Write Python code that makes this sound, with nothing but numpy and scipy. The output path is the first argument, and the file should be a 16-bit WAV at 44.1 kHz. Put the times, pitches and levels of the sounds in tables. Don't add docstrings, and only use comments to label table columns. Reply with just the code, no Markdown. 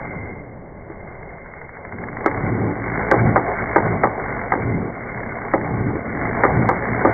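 import sys
import numpy as np
from scipy import signal
from scipy.fft import rfft, irfft, next_fast_len
from scipy.io import wavfile
from scipy.ndimage import uniform_filter1d, minimum_filter1d, map_coordinates

SR = 44100
rng = np.random.default_rng(int(sys.argv[2]) if len(sys.argv) > 2 else 0)


def digitize_waveform(pressure):
    field = np.atleast_2d(pressure).T
    bounded = np.clip(field, -1, 1)
    quanta = np.round(bounded * 32767).astype(np.int16)
    wavfile.write(sys.argv[1], SR, quanta)


def invert_db(x):
    u = np.asarray(x, float) / 20
    return 10 ** u


N = 314433

# (frequency [Hz], width [Hz], level [dB])
HOUSING_MODES = [(712, 16, 1.5), (750, 50, 8), (825, 88, 5), (1172, 53, 3.5), (1458, 42, 2.5),
                 (1590, 52, -2.5), (1730, 47, -14), (1990, 180, -3)]
CASTING_MODES = [(371, 310, -3), (543.5, 48, 11.5), (543.5, 41, 12), (688.5, 17, 4), (749.5, 21, 0),
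                 (857.4, 14, 2.5), (1084, 72, -7)]
TOOTH_MODES = [(980, 160, -10.5), (1710, 120, -9.5), (1690, 96, -4), (2097, 170, -1)]
BEARING_MODES = [(1615, 99, -3), (2090, 290, -1.5), (2092, 96, 11)]
SEAT_MODES = [(70, 30, -12), (100, 26, -5), (119, 16, 0), (168, 20, -5)]
GRIT_MODES = [(222.1, 54, 0.2), (291, 15, 3.56), (365, 64, -2.5)]
# (frequency [Hz], level [dB], t60 [s])
VALVE_MODES = [(328, 11.5, 0.062), (410, 5.5, 0.084), (514, 2, 0.076), (558, -2.5, 0.12),
               (725, -14.5, 0.039), (773, -4, 0.12), (876, -10.5, 0.31), (1000, -8, 0.13), (1185, -3, 0.1),
               (1251, -1, 0.055), (1430, -10, 0.023), (1572, 1.5, 0.067), (1830, -22.5, 0.1),
               (2077, 9, 0.017)]
# (frequency [Hz], density [dB per Hz])
WHIRR_COLOUR = [(530, -38.5), (900, -32), (985, -13), (1300, 6), (2070, 4.5), (2320, 17), (2400, -43),
                (3120, -62.5), (5280, -120)]
DRONE_COLOUR = [(250, -37), (400, 2.5), (550, 1.5), (800, 1.5), (1100, -0.5), (1500, -20)]
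SHOP_COLOUR = [(8.8, -25), (15, -0.5), (176, -2), (264, -8.5), (554, -4), (1140, -17.5), (1320, -22.5),
               (1820, -20), (2110, -20), (2400, -25), (3120, -61), (5280, -120)]

# (time [s], speed [teeth/s])
DRILL_SPEED = [(0.0, 13.1), (1.78, 12.9), (1.85, 12.0), (1.97, 16.8), (2.13, 23.9), (2.28, 29.1),
               (2.97, 53.8), (3.57, 57.2), (4.78, 39.3), (5.15, 35.4), (5.43, 30.6), (5.84, 32.1),
               (5.86, 42.1), (6.12, 40.4), (6.21, 50.0), (6.61, 57.0), (6.74, 60.3), (7.13, 70.6)]
# (time [s], load [dB])
GEAR_LOAD = [(0, -35.5), (.27, -43), (.42, -50.5), (.57, -59), (.85, -49), (1.11, -45.5), (1.98, -42),
             (2.3, -31.5), (2.82, -31), (3.02, -26), (3.67, -28), (4.07, -30), (4.43, -31), (4.85, -34.5),
             (5.34, -33.5), (6.11, -32.5), (6.39, -26), (7.13, -27.5)]
# (teeth since the drop, whirr [dB], drone [dB], tick [dB], whine [dB], grit [dB])
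CAM_TURN = [(0, -1.4, 0, 10, -12, 11.5), (4, 1.9, 2, 0.5, -14.5, -4.6), (8, -1.5, 1.5, -5.5, -2, -2.5),
            (11.1, -1.5, -0.6, -2.5, -13.5, -0.5), (18.1, -3, 0, 2.5, -8, 2.5), (25, .1, -1.05, 6, -7, 0.6),
            (31.8, -0.36, -0.5, 6.5, -11.5, 0), (39.5, -1.7, 1.1, 4, -9, 3.5)]
# (loaded stroke [dB], reached at [teeth], held for [teeth], valve halts at [teeth],
# return stroke [dB])
CAM_STROKES = [(-34.5, 5, 2, 27, -33.5), (-23, 5.5, 8.9, 18.5, -28.5), (-16, 5.9, 2.8, 25, -31),
               (-22.5, 4.6, 5.5, 11, -33), (-22, 5.4, 3.5, 17, -34.5), (-23.5, 5.1, 5.5, 17.2, -26.5),
               (-19, 5.4, 3.5, 24, -26), (-26, 2, 3, 18, -32)]

# (time [s], peak [dB], bright edge [dB], rebound after [s], rebound [dB])
FLAT_DROPS = [
    (2.26, -4, -9, .011, -21.5),
    (3.113, 4.7, -0.5, 0.027, -8),
    (3.76, 10.5, -3.5, .021, -10),
    (5.537, -4, -22, 0.0092, -25),
    (7.048, 5.5, -19, 0.023, -7),
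]
EDGE_DROPS = [
    (4.52, -5.5, -6.5, .017, -13),
    (6.436, 5.5, -9, .014, -5),
]
CAM_SLAPS = [
    (3.359, 8.6, -10, .018, -8),
    (4.035, 2.7, -8.5, .018, -8),
    (6.689, 0.4, -11.5, .022, -10.5),
]
CAM_TAPS = [
    (.899, -31, -9.5, 0.03, -40.5),
    (5.954, -23, -24.5, 0.029, -36),
]
# (time [s], lost tip [dB])
FLAT_CRESTS = [
    (2.2625, -20),
    (3.1144, -12.5),
    (3.7692, -34),
    (6.6908, -20),
]

# (low body [dB], t60 at 0 dB peak [s], first blow [dB])
DROP, SLAP = (-5, 0.064, -5), (-33.5, 0.06, 0.1)
TAP, REBOUND = (6, 0.073, -5.5), (-2.5, 0.045, -5)
RIM_BODY_DB = -14
HARD_DAMPS_PER_DB, REBOUND_EDGE_DB = 0.083, -13
SETTLE_S, SETTLE_DB = 0.009, -30
LAST_FLIGHT_RATIO, LAST_HOP_DB = 0.97, -8

TOP_HZ = 2303
FIRST_TOOTH, CAM_TEETH, CAM_ZERO_TEETH = 0.94, 36.9, -3.5
DRONE_DB, DRONE_DB_PER_DB, MID_LOAD_DB = -30, 1, -31
IDLE_DRONE_DB = -47
LIGHT_TICK_DB_PER_DB, LIGHT_WHINE_DB_PER_DB = -0.05, -0.6
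SPIN_UP_TICK_DB_S, SPIN_UP_MAX_PER_S = 2, 2.2
COAST_WHINE_DB, COAST_S = 7.5, 0.31
RISE_DB_PER_TOOTH, FALL_DB_PER_TOOTH = 3, 1.93
RETURN_AT_TEETH, RETURN_DB_PER_TOOTH = 28.6, 0.63
BITE_TEETH_PER_S, IDLE_DB_S = 16, 6
HALT_DB, HALT_TEETH, HALT_DRONE_SHARE = -6.5, 1.1, 0.35


def unit(x):
    return x / np.sqrt(np.mean(x ** 2) + 1e-20)


def curves(rows):
    time_s, *columns = np.transpose(rows)
    return [np.interp(np.arange(N) / SR, time_s, column) for column in columns]


def wobble(rate_hz):
    knots = rng.standard_normal(int(N / SR * 60) + 4)
    return map_coordinates(knots, [np.arange(N) * min(rate_hz, 59) / SR])


def filtered(x, response):
    m = next_fast_len(N + SR // 2)
    return irfft(rfft(x, m) * response(np.fft.rfftfreq(m, 1 / SR)), m)[:N]


def colour(points):
    point_hz, db = np.transpose(points)
    return lambda hz: invert_db(np.interp(np.log(hz + 1), np.log(point_hz), db, -120, -120))


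def resonances(modes):
    def response(f):
        total = 0
        for k, (centre_hz, width_hz, db) in enumerate(modes):
            damping = 1j * f * width_hz
            total = total + (-1) ** k * invert_db(db) * damping / (centre_hz ** 2 - f * f + damping)
        return total
    return response


def shop():
    swell = invert_db(1.5 * wobble(5.6))
    return invert_db(-38.5) * swell * unit(filtered(rng.standard_normal(N), colour(SHOP_COLOUR)))


def shaft():
    speed, = curves(DRILL_SPEED)
    passed = FIRST_TOOTH + np.cumsum(speed) / SR
    turn, angle = np.divmod(passed - CAM_ZERO_TEETH, CAM_TEETH)
    return speed, passed, turn.astype(int), angle


def cam():
    teeth, *columns = np.transpose(CAM_TURN)
    angle = shaft()[3]
    return [np.interp(angle, teeth, column) for column in columns]


def halt():
    _, _, turn, angle = shaft()
    halt_at = np.array(CAM_STROKES)[turn, 3]
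    return HALT_DB * np.exp(-((angle - halt_at) / HALT_TEETH) ** 2)


def gear_levels():
    load_db, = curves(GEAR_LOAD)
    whirr_db, drone_db, tick_db, whine_db, _ = cam()
    extra_db = load_db - MID_LOAD_DB
    growth = np.gradient(np.log(shaft()[0])) * SR
    growth = uniform_filter1d(np.clip(growth, 0, SPIN_UP_MAX_PER_S), size=4000)
    coast_db = COAST_WHINE_DB * np.exp(-(np.arange(N) / SR / COAST_S) ** 2)
    drone_db = DRONE_DB + DRONE_DB_PER_DB * extra_db + drone_db + HALT_DRONE_SHARE * halt()
    drone_db = 10 * np.log10(invert_db(2 * drone_db) + invert_db(2 * IDLE_DRONE_DB))
    tick_db = tick_db + LIGHT_TICK_DB_PER_DB * extra_db + SPIN_UP_TICK_DB_S * growth
    whine_db = whine_db + LIGHT_WHINE_DB_PER_DB * extra_db + coast_db
    return load_db + whirr_db, drone_db, tick_db, whine_db


def since_tooth():
    speed, passed = shaft()[:2]
    passed = passed + 0.0033 * speed
    return passed.astype(int), passed % 1 / speed


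def tooth_ticks():
    tooth, age_s = since_tooth()
    size = invert_db(1.5 * rng.standard_normal(tooth.max() + 1)[tooth])
    rattle = invert_db(-60 * age_s / 0.021) * (1 - np.exp(-age_s / 0.00065)) * rng.standard_normal(N)
    touch = 11 * (np.diff(tooth, prepend=tooth[0]) > 0)
    ticks = filtered(size * (rattle + touch), lambda f: resonances(TOOTH_MODES)(f) + 0.24 * (f > 600))
    return ticks / np.sqrt(uniform_filter1d(ticks ** 2, SR // 4) + 1e-12)


def body_noise(points, modes, depth_db, rate_hz):
    noise = invert_db(depth_db * wobble(rate_hz)) * rng.standard_normal(N)
    return unit(filtered(noise, lambda f: colour(points)(f) * (0.5 + np.abs(resonances(modes)(f)))))


def gears():
    whirr_db, drone_db, tick_db, whine_db = gear_levels()
    ticks = tooth_ticks()
    whirr = body_noise(WHIRR_COLOUR, HOUSING_MODES, 2.3, 40)
    whine = unit(filtered(rng.standard_normal(N), lambda f: np.abs(resonances(BEARING_MODES)(f))))
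    drone = body_noise(DRONE_COLOUR, CASTING_MODES, 2.4, 30)
    hum = np.sin(2 * np.pi * shaft()[1])
    box = whirr + invert_db(tick_db) * ticks + invert_db(whine_db) * whine + invert_db(-7.0) * hum
    return invert_db(whirr_db - 1.5) * box + invert_db(drone_db) * drone


def stroke_levels():
    speed, _, turn, angle = shaft()
    top_db, at, hold, _, back_db = np.array(CAM_STROKES)[turn].T
    rise_db = RISE_DB_PER_TOOTH * np.clip(at - angle, 0, None)
    fall_db = FALL_DB_PER_TOOTH * np.clip(angle - at - hold, 0, None)
    ahead_db = top_db - rise_db - fall_db
    idle_db = IDLE_DB_S * np.clip(BITE_TEETH_PER_S - speed, 0, None)
    back_db = back_db - RETURN_DB_PER_TOOTH * np.abs(angle - RETURN_AT_TEETH) - idle_db
    return 10 * np.log10(invert_db(2 * ahead_db) + invert_db(2 * back_db)) + halt(), cam()[4]


def steady(x):
    x = unit(x)
    power = uniform_filter1d(uniform_filter1d(x ** 2, size=700), size=700)
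    return unit(x / (np.abs(power) + 0.054) ** 0.26)


def grinding():
    grind_db, grit_db = stroke_levels()
    slips = (rng.random((2, N)) < 800 / SR) * invert_db(1.0 * rng.standard_normal((2, N)))
    seat = filtered(slips[0], lambda f: resonances(SEAT_MODES)(f) / (1 + (f / 400) ** 2))
    grit = filtered(slips[1] + 0.84 * slips[0], lambda f: resonances(GRIT_MODES)(f) / (1 + (f / 700) ** 2))
    push = invert_db(2 * np.cos(2 * np.pi * shaft()[1] - 1.2))
    return invert_db(grind_db) * push * (steady(seat) + invert_db(grit_db + 0.5) * steady(grit))


def contacts():
    rows = []
    low_db, hop_t60_s, soft_db = REBOUND
    rim = np.add(DROP, [RIM_BODY_DB, 0, 0])
    kinds = ((FLAT_DROPS, DROP), (EDGE_DROPS, rim), (CAM_SLAPS, SLAP), (CAM_TAPS, TAP))
    for table, (body_db, t60_s, blow_db) in kinds:
        for s, db, edge_db, flight_s, again_db in table:
            life_s = t60_s * np.exp(-HARD_DAMPS_PER_DB * max(db, 0))
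            rows.append((s, db, body_db, edge_db, life_s, blow_db))
            hops = [(SETTLE_S, db + SETTLE_DB), (flight_s, again_db),
                    (flight_s * (1 + LAST_FLIGHT_RATIO), again_db + LAST_HOP_DB)]
            for later_s, hop_db in hops:
                rows.append((s + later_s, hop_db, low_db, REBOUND_EDGE_DB, hop_t60_s, soft_db))
    return rows


def valve_ring(t, body_db, edge_db, life_s):
    hz, level_db, t60_s = np.transpose(VALVE_MODES)[:, :, None]
    chance = rng.standard_normal((3, len(VALVE_MODES), 1))
    tilt_db = np.interp(hz, [375, 536, 1230, 1550], [body_db, 0, 0, edge_db + 3.0])
    decay_db = 60 * t / (t60_s * life_s / 0.059)
    swell = 1 - np.exp(-t * hz / 0.41)
    pitch_hz = hz * (1 + 0.025 * chance[1])
    envelope = invert_db(level_db + tilt_db + 0.78 * chance[0] - decay_db) * swell
    return np.sum(envelope * np.sin(2 * np.pi * pitch_hz * t + 1.54 * chance[2]), 0)


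def knocks():
    out, t = np.zeros(N + SR), np.arange(SR // 5) / SR
    thud = np.exp(-((t - 0.0016) / 0.00087) ** 2) * np.sin(2 * np.pi * 800 * t)
    snap = np.exp(-((t - 0.0022) / 0.00072) ** 2) * np.sin(2 * np.pi * 1750 * t)
    for s, db, body_db, edge_db, life_s, blow_db in contacts():
        life_s = np.clip(life_s, 0.01, 0.3)
        ring = valve_ring(t, body_db, edge_db, life_s)
        chatter = invert_db(-60 * t / (0.75 * life_s)) * rng.standard_normal(len(t))
        chatter = signal.lfilter([1, -1], [1, -1.8, 0.81], chatter)
        blow = invert_db(blow_db + 16) * (thud - invert_db(edge_db - 4.0) * snap)
        start = round((s + 0.0004) * SR)
        out[start:][:len(t)] += invert_db(db - 11.0) * (ring + 1.4 * chatter + blow)
    return out[:N]


def scene():
    return (shop() + gears() + grinding() + knocks())[None]


def band_limit(x):
    return signal.sosfilt(signal.butter(12, 16000, fs=SR, output="sos"), x)


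def record(dry):
    slow = filtered(dry[0], lambda hz: invert_db(-np.clip((hz - 2150) / 12, 0, 14)) * (hz < TOP_HZ))
    need = minimum_filter1d(0.97 / np.maximum(np.abs(slow), 0.97), size=161)
    slow = slow * uniform_filter1d(uniform_filter1d(need, size=80), size=80)
    slow = slow - invert_db(-34) * slow ** 3
    for s, db in FLAT_CRESTS:
        tip = invert_db(db) * np.clip(1 - ((np.arange(N) / SR - s) / 0.000073) ** 2, 0, 1)
        slow = slow - filtered(tip, lambda hz: hz > TOP_HZ)
    mix = np.clip(slow, -1, 1)[None]
    return band_limit(mix)


dry = scene()
out = record(dry)
digitize_waveform(out)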